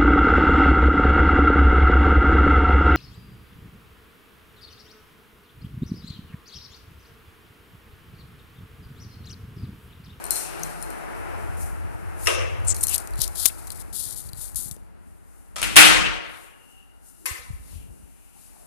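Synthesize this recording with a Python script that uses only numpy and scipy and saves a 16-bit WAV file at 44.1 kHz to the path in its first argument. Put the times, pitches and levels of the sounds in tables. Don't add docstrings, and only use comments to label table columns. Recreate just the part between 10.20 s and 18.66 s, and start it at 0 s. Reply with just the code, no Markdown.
import sys
import numpy as np
from scipy import signal
from scipy.fft import rfft, irfft, next_fast_len
from scipy.io import wavfile
from scipy.ndimage import uniform_filter1d

SR = 44100
rng = np.random.default_rng(int(sys.argv[2]) if len(sys.argv) > 2 else 0)


def wrap_up_sound(samples):
    columns = np.atleast_2d(samples).T
    tamed = np.clip(columns, -1, 1)
    steps = np.round(tamed * 32767).astype(np.int16)
    wavfile.write(sys.argv[1], SR, steps)


def field_ratio(decibels):
    return 10 ** (np.asarray(decibels, dtype=float) / 20)


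N = 373086
TIME = np.arange(N) / SR
SIZE = next_fast_len(N + 2 * SR)
HZ = np.arange(SIZE // 2 + 1) * SR / SIZE + 1e-3

# [t/s, peak level/dB, left minus right/dB, hall share/dB]
DOOR_BLOWS = [
    (5.428, -11.5, 3.7, -4.5),
    (5.441, -20.5, 3.7, -5),
    (5.558, -8, 3.7, -2),
    (5.5645, 8, 2.2, -0.5),
    (5.570, -1, 2.2, -5.5),
]
HANDLE_BLOWS = [
    (5.359, -24, 2, -2.5),
    (5.364, -23, 1.85, -2),
    (5.383, -23.5, 3.8, -4),
    (5.396, -28.5, 3.8, -5),
    (5.4172, -17, 4.6, -7.5),
]
LATCH_BLOWS = [
    (7.0566, -13, 7.2, -0.5),
    (7.0605, -14, 7.2, -2.5),
]
BOLT_BLOWS = [
    (2.059, -20.5, 2.5, -6),
    (2.071, -2, 5.2, -6.5),
]
KEY_BLOWS = [(0.0403, -18.5, 22, -11), (0.0644, -21, 21, -18), (0.1072, -3.5, 21, -9.5),
             (0.157, -15, 17.5, -0.5), (0.4334, -16, 13.5, -11), (0.6065, -33, 9.5, -20),
             (0.6255, -16.5, 14, -16.5), (0.7038, -25, 14, -12), (2.4486, -33.5, 12.5, -5.5),
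             (2.5441, -20.5, 7, -22.5), (2.566, -21, 15, -14.5), (2.5854, -24, 12.5, -11.5),
             (2.631, -13, 15.5, -8.5)]
# [f/Hz, level per Hz/dB]
DOOR_TONE = [(76, -33), (130, -13), (217, -9.5), (264, -21), (310, -9.5), (497, -7), (783, -6), (1550, 0.5),
             (2770, 4), (4530, -6), (6300, -7.5), (10400, -0.5), (14500, -18.5)]
HANDLE_TONE = [(120, -14.5), (560, -3.5), (900, -7), (1300, -0.5), (1700, -8), (2500, -5.5), (4500, -9.5),
               (10400, -7.5), (14500, -25.5)]
LATCH_TONE = [(180, -41.5), (300, -37), (383, -15), (465, -12.5), (807, -19), (1050, -7.5), (1450, -12),
              (2050, -3), (3050, -14), (6340, -13.5), (10100, -3.5), (14500, -10.5)]
BOLT_TONE = [(150, -49.5), (340, -9), (440, -7.5), (530, -3.5), (835, -20), (1210, -7.5), (1340, -16.5),
             (2700, -10), (4570, -27), (5410, -18), (7350, -24.5), (10100, -17.5), (14500, -40)]
KEY_TONE = [(1880, -54), (3200, -26.5), (4310, -12.5), (4770, -19.5), (5170, -11), (7000, -10), (9430, 2),
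            (14500, -8.5)]
# [f/Hz,
# level/dB, t60/s]
DOOR_RING = [(310.4, -27.5, 0.94), (796.6, -29.5, 0.46), (879.4, -33, 0.4), (1029, -31.5, 0.41),
             (1304, -31.5, 1), (1696, -30.5, 0.54), (2235, -29.5, 0.55), (2644, -28, 0.61),
             (2990, -30.5, .5),
             (783, -29, 0.6), (924.4, -33, 0.44), (1277, -32.5, .6), (1391, -30.5, .7),
              (1574.6, -30.5, .8), (1982, -29.5, 0.52), (2070, -30, .55), (2381, -31, 0.77),
              (2529, -31, 0.76), (3102, -29.5, .55), (3360, -30.5, .5), (4133.3, -32.5, .45),
              (4270, -30.5, 0.49)]
HANDLE_RING = [(641, -31.5, .25), (1240, -25, .3), (1306, -14, .12), (2374, -27.5, .25)]
LATCH_RING = [(466, -38, 0.58), (900, -28, 0.37), (1110, -24.5, .3), (1938, -25, 0.51), (2000, -32, 0.48),
              (2083, -30, 0.58), (2520, -14.5, 0.053), (2730, -28, 0.66), (4270, -39, 0.33),
              (4830, -23.5, 0.061), (5470, -25.5, .06)]
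BOLT_RING = [(361.3, -21.5, 0.28), (540, -20.5, 0.28), (1232, -17, 0.098), (1275, -22, 0.39),
             (1556, -25, .5), (2212, -33.5, .6), (2660, -24.5, .5), (2671, -22.5, 0.76), (2765, -21.5, .6),
             (2977, -40.5, 0.44), (5523, -6, 0.042), (5975, -28, .09)]
KEY_RING = [(4150, -24, 0.23), (4280, -27, 0.2), (9550, -30, .15), (9910, -26, .15)]
# [f/Hz, t60/s]
HALL_DECAY = [(100, 1), (260, 1.3), (700, 1.198), (1840, 1.0055), (4850, 0.764), (12800, 0.43)]
# [t/s, peak level/dB, f/Hz, left minus right/dB]
CHINKS = [(0.0534, -16, 8970, 17.5), (0.1174, -11.5, 9770, 7), (0.1644, -11, 9500, 10),
          (0.3955, -35, 11240, 10.5), (0.4334, -13.5, 6130, 12), (0.6164, -24.5, 9500, 9),
          (0.6324, -21.5, 9600, 12.5), (0.7104, -38, 8770, 8.5), (2.5474, -24, 9080, 4.0),
          (2.5656, -21, 9380, 3.5), (2.6095, -14.5, 8110, 12), (2.6304, -16.5, 7850, 12.5),
          (2.6359, -2.5, 9520, 18), (2.6434, -19, 9840, 13.0), (2.6693, -13.5, 10900, 15.5),
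          (2.7434, -6.5, 11100, 25.5), (2.7594, -14, 11300, 14.5), (2.7801, -13, 8180, 16),
          (2.8014, -29.5, 8590, 13.5), (2.9567, -29, 8820, 12), (3.0779, -22.5, 8750, 18),
          (3.1502, -27.5, 10550, 19), (2.559, -24.5, 8170, 8), (2.683, -19, 9500, 15.5),
          (2.684, -15.5, 5820, 16.5), (2.979, -30.5, 7250, 19.5)]
# [start t/s, end t/s, first level/dB, last level/dB]
STROKES = [(2.446, 2.499, -43.5, -51), (2.545, 2.556, -32, -38.5), (2.558, 2.603, -37, -38.5),
           (2.609, 2.629, -23.5, -34), (2.634, 2.656, -13, -34.5), (2.677, 2.705, -26.5, -23.5),
           (2.703, 2.74, -24, -22.5), (2.732, 2.753, -17.5, -20), (2.756, 2.765, -18, -26.5),
           (2.779, 2.857, -30, -53.5), (2.97, 3.002, -41.5, -35.5), (3.002, 3.048, -23.5, -23.5),
           (3.049, 3.102, -30.5, -49.5), (3.152, 3.198, -32, -23.5), (3.194, 3.257, -23, -24),
           (3.251, 3.29, -21.5, -21.5), (3.289, 3.298, -27, -31.5), (3.3, 3.383, -36, -58),
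           (3.383, 3.46, -40.5, -57.5), (3.471, 3.484, -33, -39), (3.517, 3.535, -33, -41),
           (3.547, 3.602, -40, -42), (3.591, 3.604, -41, -34), (3.602, 3.625, -33, -39),
           (3.727, 3.767, -34.5, -25), (3.764, 3.898, -25.5, -29.5), (3.892, 3.931, -35, -29.5),
           (3.929, 3.959, -30.5, -43.5), (3.96, 4.015, -29, -34.5), (4.011, 4.101, -39, -42),
           (4.104, 4.144, -53, -52.5), (4.148, 4.186, -46, -41.5), (4.17, 4.243, -37, -29),
           (4.242, 4.365, -29.5, -51.5), (4.358, 4.419, -22, -27.5), (4.417, 4.495, -29.5, -32.5),
           (4.499, 4.505, -40, -42.5), (4.51, 4.568, -32.5, -54)]
SLEEVE = [
    (1.369, 1.417, -44, -37),
    (1.415, 1.564, -35, -54),
]
# [t/s, half length/s, first f/Hz, last f/Hz, level/dB]
SQUEAK = (2.5, 0.026, 8401, 7299.5, -14)
# [f/Hz, width/Hz, level/dB]
LEFT_CAVITY = [(9915, 4400, 13.5), (7810, 1900, -2), (12960, 2000, -8.5)]
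# [t/s, dull part level/dB, left minus right/dB]
GRIP = [(1.5, -34, 9.5), (2.55, -19.5, 1.5), (2.65, -36, 15), (2.72, -13.5, 39.5), (2.85, -10.5, 11),
        (3.03, -5.5, 44.5), (3.4, -14, 11.5), (3.8, -11.5, 57.5), (4.5, -19, 60)]
# [t/s, level/dB]
CLOTH = [(0, -57), (1.3, -57), (1.67, -60.5), (4.5, -68.5), (4.75, -80), (5.3, -68), (6.8, -72.5),
         (7.0, -59), (8.46, -65)]
# [t/s, half length/s, level/dB, dull part level/dB]
SWISHES = [(.3, 0.334, -57.5, -1), (1.92, 0.25, -87.5, -41), (2.06, 0.0537, -40.5, -18.5),
           (2.7, 0.118, -45, -21.5), (3.3, .35, -53.5, -11.5), (4.5, 0.177, -68, -12.5),
           (4.9, 0.086, -70, -27), (5.16, 0.101, -67, -29), (6.192, 0.0896, -57, -13.5),
           (6.52, 0.1692, -67, -15.5), (6.884, 0.0394, -55.5, -23), (7.521, 0.0746, -60, -7),
           (8.23, 0.073, -59, -13), (8.46, 0.16, -62.5, -12.5)]
# [t/s, peak level/dB, left minus right/dB]
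TAPS = [(2.4694, -38.5, 25), (2.6095, -31.5, -4), (2.637, -15, 1.5), (2.6693, -18.5, 13.5),
        (2.6816, -22.5, 22), (2.7565, -23, 23), (2.7801, -20, 16), (2.8734, -30, 28), (2.9073, -41.5, 8.5),
        (2.9357, -42.5, 10), (2.9567, -39.5, 12), (2.992, -30.5, 28), (3.0172, -9.5, 49.5),
        (3.0779, -24.5, 15), (3.2604, -28, 30), (3.471, -35.5, 17), (3.5194, -32.5, 21.5), (4.09, -40, 21),
        (4.3465, -36.5, 23.5)]
KNOCKS = [
    (3.2565, 3.5, 46),
    (3.2595, -5.5, 42),
    (3.2622, -6.5, 41.5),
    (3.5039, -30, 16),
    (4.1322, -34, 25.5),
    (4.5126, -27, 20.5),
    (4.565, -44, 13),
]
# [t/s, peak level/dB, left minus
# right/dB, shell ring level/dB]
SNAPS = [(2.4026, -45.5, 1.5, -22.5), (3.5041, -19.5, 17, -16), (4.0900, -30, 25, -13.5),
         (4.1174, -43, 16, -23), (4.1323, -28.5, 21, -10.5), (4.1465, -37, 20.5, -19),
         (4.157, -39, 20.5, -18.5), (4.1657, -36, 24.5, -20), (4.1823, -34.5, 27, -23),
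         (4.3461, -30, 25, -25.5), (4.3595, -21, 32, -22.5), (4.5126, -25.5, 20.5, -22.5),
         (3.3831, -36, 12.5, -26.5), (3.5478, -37.5, 19.5, -22.5), (5.4173, -14.5, 7.5, -23),
         (0.3655, -37.5, 12, -24.5), (0.3955, -32, 10, -23), (2.5654, -24, 2, -18),
         (2.6303, -15, 14.5, -24), (2.6825, -15, 14, -22.5), (2.8014, -29, 13, -22.5),
         (2.9364, -33, 9.5, -13.5), (2.9913, -24.5, 24.5, -20)]
# [t/s, peak level/dB, f/Hz]
BUFFETS_LEFT = [(2.989, -26, 120), (3.722, -49, 130), (3.79, -43, 152), (3.864, -36.5, 100),
                (3.926, -40, 100), (4.05, -36, 80), (4.089, -42.5, 111), (4.133, -34.5, 112),
                (4.165, -38, 99), (4.185, -38, 131), (4.346, -37.5, 90), (4.362, -36, 60.4),
                (4.456, -35, 121.7), (4.511, -32.5, 120.2), (4.566, -39, 432), (7.302, -25.5, 106.6),
                (7.33, -28.5, 66), (7.53, -34, 68.7), (7.505, -40, 59.8), (7.554, -27, 66),
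                (7.578, -32, 62.5), (7.598, -37, 69.62), (7.63, -44.5, 60), (7.685, -38.5, 95),
                (7.702, -36, 54.5), (7.79, -43.5, 59.76), (7.83, -40, 60)]
BUFFETS_RIGHT = [(7.108, -27.5, 75), (7.189, -40, 62), (7.285, -38, 60), (7.225, -47.5, 65.4),
                 (7.355, -37.5, 50), (7.395, -33.5, 60), (7.45, -42.5, 54.8)]
# [t/s, level/dB]
ENGINE = [
    (.4, -75),
    (1.0, -45.5),
    (1.3, -29),
    (1.9, -33),
    (2.45, -23.5),
    (2.65, -29.5),
    (2.85, -38.5),
    (3.5, -42.5),
    (4.8, -50),
    (6.3, -73),
]
# [t/s, half length/s, rumble level/dB, low level/dB]
SWELLS = [(0.388, 0.067, -54, -50.5), (1.5, .5, -38.5, -78.5), (3.016, 0.096, -26, -47),
          (4.188, 0.66, -42, -51.5), (5.43, 0.058, -36.5, -48.5), (5.659, 0.21, -28.5, -32),
          (5.82, 0.13, -36.5, -41.5), (6.846, 0.135, -72, -73.5), (7.321, 0.055, -38, -62.5),
          (7.623, 0.282, -43.5, -52)]
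# [t/s, level/dB]
ROAD = [(0, -43), (.35, -42.5), (.7, -41), (1.2, -42), (1.55, -45), (2, -45), (2.5, -46), (2.9, -47.5),
        (3.2, -48.5), (3.5, -53.5), (4, -56.5), (4.4, -59), (4.65, -64), (5.3, -64.5), (6.4, -67.5),
        (8.05, -69), (8.46, -65.5)]
# [f/Hz, level per Hz/dB]
TYRE_TONE = [(190, -27.5), (320, -1), (462, -6), (510, -7.5), (793, -4), (1100, -10), (1330, -7),
             (2640, -18.5), (3460, -31.5), (6000, -35), (7800, -64), (13200, -120)]
HOUSE_TONE = [(120, -48), (200, -15), (255, 0), (425, -26.5), (672, -28), (892, -16), (1110, -22),
              (5000, -32), (6500, -62), (11000, -120)]
# [t/s, level/dB]
WHINE = [
    (6, -80),
    (6.4, -64),
    (6.62, -58.5),
    (6.8, -76),
    (8.2, -75),
]
# [t/s, half length/s, f/Hz, level/dB]
NOISE_SWELLS = [(2.73, 0.0327, 2786, -36.5), (3.3, .006, 2600, -39.5), (0.262, 0.244, 2600, -46),
                (4, .08, 110, -44), (6.12, 0.094, 84.5, -49.5), (8.2, 0.083, 168, -58), (7.58, 0.105, 2730, -58),
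                (8.13, 0.378, 2540, -65), (7.1, 0.084, 328, -47.5), (8.17, 0.027, 790, -57),
                (8.36, .03, 824, -55.5), (8.43, .04, 636, -55)]
# [f/Hz, left minus right/dB]
PORT_BALANCE = [(60, 1.73), (600, 3), (3000, 5.5), (7000, 2.5), (13000, 19)]


def shape(table):
    hz, db = np.transpose(table)
    outside = np.maximum(0, np.log2(np.maximum(hz[0] / HZ, HZ / hz[-1])))
    return field_ratio(np.interp(np.log(HZ), np.log(hz), db) - 18 * outside)


def peak(hz, width_hz):
    return 1 / (1 + 1j * (HZ - hz ** 2 / HZ) / width_hz)


def causal(gain):
    cepstrum = irfft(np.log(gain + 1e-6), SIZE)
    cepstrum[1:SIZE // 2] *= 2
    cepstrum[SIZE // 2 + 1:] = 0
    return np.exp(rfft(cepstrum))


def noise(gain, channels=2):
    re, im = rng.standard_normal((2, channels, len(HZ)))
    x = irfft((re + 1j * im) * gain, SIZE)[:, :N]
    return x / x.std()


def curve(rows):
    s, *columns = np.transpose(rows)
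    return [np.interp(TIME, s, column) for column in columns]


def walk(rate_hz):
    hold = int(SR / rate_hz)
    levels = np.repeat(rng.standard_normal(N // hold + 1), hold)
    return 0.94 * uniform_filter1d(levels, hold)[:N]


def bell(s, half):
    return np.exp(-((TIME - s) / half) ** 2)


def swells(s, half, db):
    return sum(field_ratio(g) * bell(m, h) for m, h, g in zip(s, half, db))


def pan(db):
    return 2 / np.sqrt(1 + field_ratio(2 * np.array([[-db], [db]])))


def ports(pair):
    a, b = rfft(pair, SIZE)
    share = 1 / np.sqrt(1 + (HZ / 474) ** 3.4)
    hz, db = np.transpose(PORT_BALANCE)
    duller = field_ratio(-np.interp(np.log(HZ), np.log(hz), db))
    right = (np.sqrt(1 - share ** 2) * b - share * a) * duller
    return irfft(np.array([a, right]), SIZE)[:, :N]


def hall(stretch):
    hz, t60 = np.transpose(HALL_DECAY)
    t = TIME[:2 * SR]
    white, tail = rfft(rng.standard_normal((2, 2 * SR))), 0
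    bins = np.arange(SR + 1) / 2 + 1e-3
    for centre in 60 * 2 ** np.arange(0, 8.1, .5):
        band = np.cos(np.pi / 2 * np.clip(2 * np.log2(bins / centre), -1, 1)) ** 2
        decay = stretch * np.interp(np.log(centre), np.log(hz), t60)
        patchy = field_ratio(2.2 * walk(45)[:2 * SR])
        tail = tail + patchy * irfft(white * band) * np.exp(-np.log(1000) * t / decay)
    return tail


def blows(rows, tone, ring, stretch, crack_ms, boost_db, thin_hz):
    t = TIME[:2 * SR]
    colour = causal(shape(tone))
    colour = colour / np.sqrt(np.mean(abs(colour) ** 2))
    rings = 0
    for hz, db, t60 in ring:
        mode = np.sin(2 * np.pi * (hz * t + rng.random((2, 1))))
        rings = rings + field_ratio(db + 12) * mode * np.exp(-np.log(1000) * t / t60)
    walls = hall(stretch) * (1 - np.exp(-t / 0.0035))
    near, far, grit = np.zeros((2, N)), np.zeros(N), rng.standard_normal((2, N))
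    crack = np.exp(-t[:2000] * 1e3 / crack_ms)
    for s, db, pan_db, hall_db in rows:
        span = slice(int(s * SR), int(s * SR) + 2000)
        level_db = db - 11.0 + boost_db
        near[:, span] += field_ratio(level_db) * pan(pan_db) * grit[:, span] * crack
        far[span.start] += field_ratio(level_db + hall_db)
    thin = 1 / (1 + thin_hz / (1j * HZ)) ** 2
    direct = irfft(rfft(near, SIZE) * colour * thin, SIZE)[:, :N]
    room = rfft(walls, SIZE) * colour + rfft(rings, SIZE)
    answer = irfft(rfft(far, SIZE) * room, SIZE)[:, :N]
    return direct + ports(answer)


def panels(count, low_hz=1450, high_hz=5200, ring_db=-40, t60=.45):
    place, size, life = rng.random((count, 3)).T
    hz = low_hz * (high_hz / low_hz) ** place
    return list(zip(hz, ring_db + 8 * (size - .5), t60 * (.5 + life)))


def door():
    ring = DOOR_RING + panels(count=45)
    slam = blows(DOOR_BLOWS, DOOR_TONE, ring, stretch=0.9274, crack_ms=5.5, boost_db=4.5, thin_hz=500)
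    handle = blows(HANDLE_BLOWS, HANDLE_TONE, HANDLE_RING, stretch=0.972, crack_ms=5.3, boost_db=3.0,
                   thin_hz=399.8)
    return slam + handle


def latch():
    return blows(LATCH_BLOWS, LATCH_TONE, LATCH_RING, stretch=0.808, crack_ms=5.1, boost_db=-0.5, thin_hz=799.3)


def bolt():
    return blows(BOLT_BLOWS, BOLT_TONE, BOLT_RING, stretch=0.88, crack_ms=3.9, boost_db=1.9, thin_hz=1096)


def keys():
    ticks = blows(KEY_BLOWS, KEY_TONE, KEY_RING, stretch=0.913, crack_ms=1.8, boost_db=4.0, thin_hz=896.7)
    return ticks + chinks()


def chinks():
    out, t = np.zeros((2, N)), TIME[:2500]
    swell, fade = 1 - np.exp(-t / 0.00065), np.exp(-t / 0.00197)
    for (s, db, hz, pan_db), turn in zip(CHINKS, rng.random((len(CHINKS), 3))):
        pair = np.sin(2 * np.pi * (hz * t + turn[0]))
        pair += 0.65 * np.sin(2 * np.pi * (hz * 1.07 * t + turn[1]))
        ring = np.sin(2 * np.pi * (4186 * t + turn[2])) * np.exp(-t / 0.008)
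        ring *= field_ratio(-27 + 12.4 * (turn[1] - .5))
        start = int(s * SR)
        out[:, start:start + len(t)] += field_ratio(db - 5) * pan(pan_db) * swell * (pair * fade + ring)
    return out


def friction(left_db, dull_db, pan_db):
    left = noise(sum(field_ratio(g) * peak(f, w) ** 2 for f, w, g in LEFT_CAVITY), channels=1)
    right = noise(peak(7100, 5000) ** 2, channels=1)
    dull = field_ratio(dull_db) * noise(peak(4200, 3200) ** 2 / (1 + (3100 / HZ) ** 8))
    return field_ratio(np.array([left_db, left_db - pan_db])) * (np.vstack([left, right]) + dull)


def rub():
    db, (dull_db, pan_db) = np.full(N, -120.), curve(GRIP)
    for start, end, first_db, last_db in STROKES + SLEEVE:
        span = slice(int(start * SR), int(end * SR))
        db[span] = np.linspace(first_db, last_db, span.stop - span.start)
    grip_db = 20 * np.log10(uniform_filter1d(field_ratio(db), 90) + 1e-9)
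    jerks_db = 2.2 * walk(500) + 1.1 * walk(65)
    return friction(grip_db + jerks_db, dull_db, pan_db)


def squeak():
    s, half, first_hz, last_hz, db = SQUEAK
    hz = np.interp(TIME, [s - half, s + half], [first_hz, last_hz])
    glide = np.cos(2 * np.pi * np.cumsum(hz) / SR)
    rough = noise(1 / (1 + (HZ / 900) ** 2), channels=1)[0]
    left = field_ratio(db) * np.exp(-((TIME - s) / half) ** 4) * glide * rough
    return np.array([left, np.zeros(N)])


def cloth():
    s, half, swish_db, part_db = np.transpose(SWISHES)
    rest = field_ratio(curve(CLOTH)[0])
    level = rest + swells(s, half, swish_db)
    dull = rest * field_ratio(-18.5) + swells(s, half, swish_db + part_db)
    level_db, dull_db = 20 * np.log10(level), 20 * np.log10(dull / level)
    return friction(level_db + 7.5 + 1.1 * walk(28), dull_db, pan_db=11.5)


def taps(rows, ms, body_db):
    crackle = noise(peak(11000, 7000) * peak(6600, 9800) / (1 + (3000 / HZ) ** 6))
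    body = noise(peak(1500, 2600) + field_ratio(8.0) * peak(3600, 700))
    mix = crackle + field_ratio(body_db) * body
    out, t = np.zeros((2, N)), TIME[:1500]
    fade = np.exp(-t * 1e3 / ms) + field_ratio(-13.5) * np.exp(-t / 0.0027)
    for s, db, pan_db in rows:
        span = slice(int(s * SR), int(s * SR) + len(t))
        out[:, span] += field_ratio(db - 0.5) * pan(pan_db) * fade * mix[:, span]
    return out


def snaps():
    out, t = np.zeros((2, N)), TIME[:1200]
    rise = t * 1e3 / 0.09
    click = np.sin(2 * np.pi * 9500 * t) * rise * np.exp(1 - rise)
    sag = 0.275 * 0.001555 * (1 - np.exp(-t / 0.00146))
    shell = np.sin(2 * np.pi * 3978 * (t + sag)) * np.exp(-t / 0.00348)
    for s, db, pan_db, ring_db in SNAPS:
        start = int(s * SR)
        out[:, start:start + len(t)] += field_ratio(db + 3) * pan(pan_db) * (click + field_ratio(ring_db) * shell)
    return out


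def fingers():
    touches = taps(TAPS, ms=1.6, body_db=-38) + taps(KNOCKS, ms=0.7, body_db=-14.5)
    return rub() + squeak() + cloth() + touches + snaps()


def buffets(rows, pan_db):
    out, t = np.zeros((2, N)), TIME[:3000]
    for s, db, hz in rows:
        cycles = hz * t
        push = np.sin(2 * np.pi * cycles) * cycles ** 1.19 * np.exp(1 - 2.556 * cycles)
        start = int(s * SR)
        out[:, start:start + len(t)] += field_ratio(db + 6.0) * pan(pan_db) * push
    return out


def draughts():
    shelter_db = 25.5
    return buffets(BUFFETS_LEFT, shelter_db) + buffets(BUFFETS_RIGHT, -shelter_db)


def traffic():
    road_db = curve(ROAD)[0]
    fading_db = road_db - ROAD[0][1]
    s, half, rumble_db, low_db = np.transpose(SWELLS)
    firing_hz = 81.5
    firing = np.sin(2 * np.pi * np.cumsum(firing_hz * (1 + 0.02 * walk(1.4))) / SR)
    drone_level = field_ratio(curve(ENGINE)[0] + 1.5 * walk(10.0))
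    drone = drone_level * (firing + 0.95 * noise(peak(firing_hz, 25) ** 2))
    second_car = field_ratio(-38.0) * bell(.45, 0.196) * noise(peak(153.7, 13.7) ** 2)
    rumble_level = field_ratio(-38.5 + 0.53 * fading_db) + swells(s, half, rumble_db)
    rumble = field_ratio(-0.5) * rumble_level * noise(peak(48, 24) ** 2)
    low_level = field_ratio(-44 + 0.67 * fading_db) + swells(s, half, low_db)
    low = field_ratio(2.8 * walk(4.4)) * low_level * noise(peak(170, 130) * peak(150, 310))
    tyres = field_ratio(road_db + 7.0 + 1.6 * walk(9.1)) * noise(shape(TYRE_TONE))
    return drone + second_car + rumble + low + tyres


def house():
    hum = field_ratio(-63) * noise(shape(HOUSE_TONE))
    hum += field_ratio(-71.0) * noise(peak(260, 13) ** 2) + field_ratio(-59.5) * noise(peak(55, 50))
    for s, half, hz, db in NOISE_SWELLS:
        hum += field_ratio(db) * bell(s, half) * noise(peak(hz, 0.39 * hz) ** 2)
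    return hum


def door_closer():
    whine = field_ratio(curve(WHINE)[0] + 3.1 * walk(4.5)) * noise(peak(2820, 190) ** 2)
    groan = noise(peak(790, 60) ** 2 + 0.55 * peak(1400, 120) ** 2)
    return whine + field_ratio(-65) * bell(6.75, .35) * groan


def scene():
    struck = door() + latch() + bolt() + keys()
    background = ports(traffic() + house() + door_closer())
    return struck + fingers() + draughts() + background


def roll_off(x):
    return signal.sosfilt(signal.butter(12, 14450, fs=SR, output="sos"), x)


def record(dry):
    soft = signal.sosfilt(signal.ellip(8, .3, 60, 14150, fs=SR, output="sos"), dry)
    soft = signal.sosfilt(signal.butter(2, 33, "high", fs=SR, output="sos"), soft)
    return roll_off(np.clip(soft, -1, 1))


dry = scene()
out = record(dry)
wrap_up_sound(out)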